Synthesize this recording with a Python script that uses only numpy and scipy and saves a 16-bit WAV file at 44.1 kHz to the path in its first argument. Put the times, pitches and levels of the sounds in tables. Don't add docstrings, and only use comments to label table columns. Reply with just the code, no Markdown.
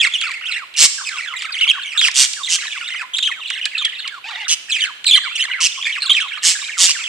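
import sys
import numpy as np
from scipy import signal
from scipy.fft import rfft, irfft
from scipy.io import wavfile

SR = 44100
rng = np.random.default_rng(int(sys.argv[2]) if len(sys.argv) > 2 else 0)


def pcm_store(signal):
    levels = np.round(np.clip(np.atleast_2d(signal), -1, 1) * 32767)
    wavfile.write(sys.argv[1], SR, levels.astype(np.int16).T)


N = 312228

# frequency in Hz, relative density in dB per Hz.
HUSH_SPECTRUM = [(20, 2), (60, 3.5), (100, -4), (600, -3), (1300, 1.5), (3200, 6), (5000, -12.5),
                 (13000, -16)]
HUSH_LEVEL_DB = -45
# frequency in Hz, 60 dB decay time in seconds.
ROOM_DECAY = [(300, 0.05), (1200, 0.66), (3000, 0.78), (7000, 0.87), (12000, 0.59)]
# start in seconds, end in seconds.
FAR_LULLS = [(.6, 0.75), (.88, 1.026), (2.27, 2.45), (3.04, 3.4), (4.1, 4.24), (4.55, 4.67), (4.87, 5.12),
             (5.68, 5.7)]
# frequency in Hz, gain in dB.
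BEAK_RESPONSE = [(1500, -11), (3200, -2.5), (4600, -4.5), (6200, -9.5), (8200, -2), (9300, -13),
                 (13000, -29.5)]
# frequency in Hz, relative density in dB per Hz.
RASP_SPECTRUM = [(120, -53), (250, -39), (625, -25.5), (1350, -15), (2100, -5), (3600, 2), (5600, 5),
                 (8200, 4.5), (13200, -27)]
# start in seconds, length in seconds, level in dB.
LOW_SLIDES = [(0.045, .04, -30), (.24, 0.074, -33.5), (0.582, 0.068, -36.5), (0.978, .05, -34),
              (1.09, .1, -34.5), (1.258, 0.097, -33), (1.457, 0.064, -40), (1.731, 0.063, -33),
              (2.052, 0.045, -31), (2.364, 0.068, -35), (2.609, 0.058, -41), (2.742, .045, -36.5),
              (2.994, 0.056, -31.5), (3.275, 0.034, -32), (3.356, 0.062, -39.5), (3.785, .05, -38),
              (4.106, 0.094, -36), (4.864, .05, -32), (5.162, .028, -29.5), (5.233, 0.053, -30.5),
              (5.428, 0.034, -39), (5.558, 0.068, -33), (6.021, .06, -35.5), (6.191, 0.085, -35),
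              (6.588, 0.05, -42.5)]
# start in Hz, middle in Hz, end in Hz.
SLIDE_PITCH_HZ = (1824, 1348, 940)
# start in seconds, length in seconds, level in dB, overtone level in dB.
TWITTER_PHRASES = [(0.027, 0.06, -18.5, -9), (.12, 0.25, -27.5, -10.5), (0.453, .13, -25, -10.5),
                   (1.109, 0.16, -34.5, -2.5), (1.362, 0.067, -32.5, -1.5), (1.52, 0.17, -25, -9.5),
                   (1.821, 0.16, -30.5, -7.5), (2.01, .07, -16.5, -8), (2.482, .22, -31, -5),
                   (2.711, 0.18, -31.5, -8), (2.877, .15, -29, -8.5), (3.198, .12, -25, -12),
                   (3.471, .14, -31, -10.5), (3.921, 0.18, -34, -20), (4.295, .16, -36.5, -11),
                   (4.69, .17, -27, -3.5), (5.055, .12, -21.5, -7), (5.352, .11, -24.5, -1),
                   (5.81, .19, -25, -13), (6.124, 0.11, -21, -8), (6.279, 0.11, -30.5, -19),
                   (6.601, 0.11, -32.5, -11), (6.968, 0.054, -31.5, -24)]
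PHRASE_TOP_HZ, PHRASE_END_HZ = 3170, 2089
SYLLABLE_S, SYLLABLE_FALL_OCT, SYLLABLE_ARCH_OCT = .026, 0.2986, 0.1003
# start in seconds, peak level in dB before the trim, pitch in Hz at 30 % of its length.
NEAR_CHIPS = [(.211, -11, 3080), (0.314, -20, 3240), (0.739, -27, 3000), (1.42, -15, 2586),
              (2.011, -7, 2500), (2.113, -16.5, 4660), (2.332, -12, 4360), (3.183, -9.5, 3000),
              (3.501, -10.5, 2550), (3.654, -5.5, 3310), (3.85, -9, 3334), (4.076, -13.5, 3405),
              (5.042, -14.5, 2990)]
# start in seconds, length in seconds, level in dB, pitch in Hz,
# pulse rate per second, roughness 0-1, loudest moment as a fraction of the length.
NEAR_SQUAWKS = [(.762, 0.11, -8.5, 2890, 157, 0.78, 0.76), (2.006, 0.084, -21, 2686, 150, 0.56, 0.9),
                (2.14, 0.13, -12, 3120, 130, 0.79, 0.57), (2.485, 0.085, -16.5, 3050, 174, 0.5, 0.76),
                (4.48, 0.066, -14.5, 2946, 155, 0.34, 0.72), (5.148, 0.03, -31, 3600, 160, 0.47, 0.5),
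                (5.603, 0.07, -13.5, 2980, 170, 0.28, 0.99), (6.12, 0.084, -36, 3200, 160, 0.62, 0.28),
                (6.424, 0.13, -14, 2892, 172, 0.86, 0.32), (6.772, 0.11, -11.5, 3424, 176, 0.82, 0.58),
                (6.854, 0.067, -15.5, 2838, 157, 0.39, 0.93)]
# start in seconds, length in seconds, centre pitch in Hz, fall in octaves,
# level in dB, overtone level in dB.
NEAR_CHIRPS = [(0, 0.019, 3155, 0.014, -12.5, -14), (.014, 0.046, 2308, 0.63, -15, -7.5),
               (0.136, .033, 3130, 0.45, -18, -10.5), (.217, .05, 2910, 0.59, -23.5, -8.5),
               (0.513, 0.065, 3100, 0.87, -25.5, -14), (1.058, 0.041, 2400, 0.41, -24.5, -3),
               (1.182, .032, 2250, 0.51, -25.5, -8.5), (1.437, 0.032, 2400, .9, -27.5, -8.5),
               (1.608, 0.042, 2880, 0.74, -14, -19), (1.676, 0.044, 3083, .36, -10.5, -15),
               (1.974, 0.035, 3583, .3, -12, -7.5), (2.022, 0.037, 2917, .4, -12.5, -28),
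               (2.433, 0.051, 3550, 0.28, -25, -5.5), (3.134, 0.033, 3050, 0.07, -20.5, -8.5),
               (3.164, .034, 3510, 0.2, -22, -7), (3.225, 0.062, 3118, .4, -16, -13.5),
               (3.312, .05, 2355, 0.33, -32, -25), (3.612, .066, 2700, 0.35, -25.5, -18),
               (3.748, 0.028, 2513, 0, -21.5, -28), (3.776, 0.061, 3594, 0.41, -22, -13.5),
               (3.844, .03, 3090, 0.063, -17, -19), (4.714, 0.06, 3020, 0.82, -18.5, -6),
               (4.8, .056, 3113, 0.58, -18, -10), (5.063, .043, 3822, 0.091, -13.5, -7),
               (5.108, 0.021, 3106, .35, -10.5, -9), (5.127, .032, 3250, 0.11, -7.5, -24),
               (5.157, .03, 3284, 0.43, -14, -11), (5.252, 0.042, 2150, 0.32, -29.5, -32),
               (5.353, 0.021, 2600, .3, -24, -6), (5.393, 0.046, 2950, -0.26, -17.5, -13),
               (5.511, 0.051, 2405, 0.64, -22, -33), (5.851, 0.059, 2290, 0.33, -22.5, -9),
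               (6.019, 0.071, 3900, 0.19, -22.5, -7.5), (6.093, 0.035, 3253, 0.086, -9.5, -13),
               (6.147, 0.049, 2734, 0.62, -18, -25), (7.036, .048, 2994, 0.604, -25, -30)]
CHIRP_ARCH_OCT = 0.0499
BAND_LIMIT_HZ = 13500


def gain_of(db):
    return 10 ** (np.asarray(db) / 20)


def evened(x):
    return x / np.sqrt(np.mean(x ** 2) + 1e-20)


def read(points, hz):
    table_hz, value = np.transpose(points)
    return np.interp(np.log(hz + 1), np.log(table_hz), value)


def add(mix, start_s, sound):
    first = max(round(start_s * SR), 0)
    part = mix[:, first:][:, :sound.shape[1]]
    part += sound[:, :part.shape[1]]


def wobble(t, rate_hz, count=512):
    return np.interp(t * rate_hz, np.arange(count), rng.standard_normal(count))


def noise(spectrum, count, size=8192):
    size = max(size, count)
    colour = gain_of(read(spectrum, np.fft.rfftfreq(size, 1 / SR)))
    coloured = irfft(rfft(rng.standard_normal(size)) * colour, size)
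    return evened(coloured)[:count]


def hush():
    return gain_of(HUSH_LEVEL_DB) * np.array([noise(HUSH_SPECTRUM, N), noise(HUSH_SPECTRUM, N)])


def room(x, rise_s=0.011, size=256):
    hz, t, bands = signal.stft(rng.standard_normal((2, SR)), SR, nperseg=size)
    decay = gain_of(-60 * t / read(ROOM_DECAY, hz)[:, None])
    bands = bands * decay * np.minimum(t / rise_s, 1)
    tail = signal.istft(bands, SR, nperseg=size)[1]
    tail = tail / np.linalg.norm(tail[0])
    return signal.fftconvolve(x.mean(0)[None], tail, axes=1)[:, :N]


def perch(call, reach_s=.011, count=10, size=1024, echo_db=-6.5):
    paths = np.zeros((2, size))
    for ear in paths:
        late = rng.random(count)
        at = np.minimum(4 + late * reach_s * SR, size - 1).astype(int)
        bounces = rng.choice([-1, 1], count) * np.exp(-2 * late)
        ear[at] = gain_of(echo_db) * evened(bounces) / np.sqrt(count)
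    left_delay = rng.choice([0, 0, 1, 2, 3])
    paths[0, left_delay] = 1
    paths[1, 0] = 1
    bass_cut = signal.butter(2, 450, "high", fs=SR, output="sos")
    thin = signal.sosfilt(bass_cut, call)
    return signal.fftconvolve(thin[None], paths, axes=1)


def syrinx(hz, overtones_db, tilt_db=-3, count=8):
    phase = 2 * np.pi * np.cumsum(hz) / SR
    k = np.arange(2, count + 1)[:, None]
    overtone_db = overtones_db + tilt_db * (k - 2) + read(BEAK_RESPONSE, k * hz)
    overtones = gain_of(overtone_db) * (k * hz < BAND_LIMIT_HZ)
    return np.sin(phase) + (overtones * np.sin(k * phase)).sum(0)


def chirp(length_s, start_hz, middle_hz, end_hz, db, overtones_db,
          jitter=0.035, flutter_db=4.5, attack_s=0.0027, fade=0.16):
    t = np.arange(0, max(length_s, .008), 1 / SR)
    progress = t / t[-1]
    curve = np.polyfit([0, .5, 1], [start_hz, middle_hz, end_hz], 2)
    hz = np.polyval(curve, progress)
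    zigzag = np.interp(hz, [1500, 2800], [.02, .075]) * wobble(t, 170)
    hz = hz * (1 + jitter * wobble(t, 2400) + zigzag)
    attack = np.minimum(t / attack_s, 1)
    release = np.minimum((1 - progress) / fade, 1)
    strength = attack * release * gain_of(flutter_db * wobble(t, 400))
    strength = strength / np.sqrt(1 + (950 / hz) ** 8)
    voice = syrinx(hz, overtones_db + 1.96 * wobble(t, 349))
    return perch(gain_of(db) * evened(strength) * np.sqrt(2) * voice)


def stroke(length_s, pitch_hz, fall_oct, db, overtones_db, arch_oct=CHIRP_ARCH_OCT):
    octaves = np.array([fall_oct / 2 - arch_oct, arch_oct, -fall_oct / 2 - arch_oct])
    return chirp(length_s, *(pitch_hz * 2 ** octaves), db, overtones_db)


def warble(count, low_hz, high_hz, db, overtones_db, spread=.27):
    out = np.zeros((2, N))
    for k in range(count):
        centre_s = (k + rng.random()) / count * N / SR
        length_s = rng.uniform(.014, .045)
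        bend = spread * rng.uniform(-1, 1, 3) + [0, 0, -.2]
        contour_hz = np.minimum(rng.uniform(low_hz, high_hz) * np.exp(bend), 4300)
        if any(start_s < centre_s < end_s for start_s, end_s in FAR_LULLS):
            continue
        call_db = db + 2 * rng.standard_normal()
        call_overtones_db = overtones_db + 4 * rng.standard_normal()
        call = chirp(length_s, *contour_hz, call_db, call_overtones_db)
        add(out, centre_s - length_s / 2, call)
    return out


def far_birds():
    high = warble(count=260, low_hz=2005, high_hz=3408, db=-32.5, overtones_db=-17.5)
    low = warble(count=60, low_hz=1199, high_hz=1798, db=-36.5, overtones_db=-45)
    return high + low


def buzz(length_s=.215, low_hz=700, rise_hz=210, db=-34, overtones_db=11):
    t = np.arange(0, length_s, 1 / SR)
    arches = abs(np.sin(2 * np.pi * t / length_s))
    hz = (low_hz + rise_hz * arches) * (1 + 0.053 * wobble(t, 1100))
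    voice = syrinx(hz, overtones_db + 3 * wobble(t, 56))
    voice = voice * gain_of(3.9 * wobble(t, 302.3))
    return perch(gain_of(db) * evened(voice) * signal.windows.tukey(len(t), .1))


def phrase(length_s, db, overtones_db, scatter_oct=0.3, fall_spread_oct=0.82,
           accent_db=0.5, legato=1.1, count=9):
    for k, (pitch, fall, accent) in enumerate(rng.uniform(-1, 1, (count, 3))):
        progress = (k + .5) * SYLLABLE_S / length_s
        if progress >= 1:
            break
        hz = np.interp(progress, [0, 1], [PHRASE_TOP_HZ, PHRASE_END_HZ]) * 2 ** (scatter_oct * pitch)
        fall_oct = SYLLABLE_FALL_OCT + fall_spread_oct * fall
        syllable_db = db + accent_db * accent
        syllable = stroke(legato * SYLLABLE_S, hz, fall_oct, syllable_db, overtones_db, SYLLABLE_ARCH_OCT)
        yield k * SYLLABLE_S, syllable


def chip(db, pitch_hz, length_s=.01, sweep=0.813, overtones_db=-4, trim_db=-3):
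    u = np.arange(0, 1, 1 / (length_s * SR))
    burst = u * np.exp(-u / 0.31) * (1 - u)
    hz = pitch_hz * np.exp(sweep * (.3 - u) * 2)
    return perch(gain_of(db + trim_db) * burst / burst.max() * syrinx(hz, overtones_db))


def squawk(length_s, db, pitch_hz, pulse_hz, rough, crest, arch=.45):
    t = np.arange(0, length_s, 1 / SR)
    rough, crest = np.clip(rough, 0, 1), np.clip(crest, .1, .9)
    turns = np.cumsum(pulse_hz * (1 + 0.074 * wobble(t, 124))) / SR
    opening = np.sin(np.pi * turns) ** 2
    unsteady = 0.083 * wobble(t, 200) + 0.0957 * rough * wobble(t, 2500)
    hz = pitch_hz * (1 + arch * (np.sqrt(opening) - .92) + unsteady)
    tone = evened(syrinx(hz, 8, tilt_db=-13) * opening)
    rise_and_fall = np.sin(np.pi * np.interp(t / length_s, [0, crest, 1], [0, .5, 1])).clip(0)
    swell = rise_and_fall ** (0.076 + rough)
    blur = .6 * rough * swell
    rasp = evened(noise(RASP_SPECTRUM, len(t)) * (blur + opening))
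    voice = np.sqrt(1 - rough) * tone + np.sqrt(rough) * rasp
    return perch(gain_of(db) * evened(swell * voice))


def scolding():
    out = np.zeros((2, N))
    for start_s, *row in NEAR_SQUAWKS:
        add(out, start_s, squawk(*row))
    return out


def near_song(slide_overtones_db=-11):
    song = np.zeros((2, N))
    add(song, 4.238, buzz())
    for start_s, length_s, db in LOW_SLIDES:
        add(song, start_s, chirp(length_s, *SLIDE_PITCH_HZ, db, slide_overtones_db))
    for start_s, *row in TWITTER_PHRASES:
        for delay_s, syllable in phrase(*row):
            add(song, start_s + delay_s, syllable)
    for start_s, *row in NEAR_CHIPS:
        add(song, start_s, chip(*row))
    for start_s, *row in NEAR_CHIRPS:
        add(song, start_s, stroke(*row))
    return song


def scene(song_room_db=-13, squawk_room_db=-11, far_room_db=-6):
    background = hush()
    far = far_birds()
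    squawks = scolding()
    song = near_song()
    room_feed = gain_of(song_room_db) * song + gain_of(squawk_room_db) * squawks + gain_of(far_room_db) * far
    balance = gain_of([[-1.8], [1.4]])
    return (song + squawks + far + room(room_feed) + background) * balance


def record(dry, ceiling=0.89):
    rounded = dry / (1 + (dry / ceiling) ** 6) ** (1 / 6)
    bass_cut = signal.butter(1, 170, "high", fs=SR, output="sos")
    low_pass = signal.firwin(511, BAND_LIMIT_HZ, window=("kaiser", 9), fs=SR)
    return signal.oaconvolve(signal.sosfilt(bass_cut, rounded), low_pass[None], "same")


dry = scene()
out = record(dry)
pcm_store(out)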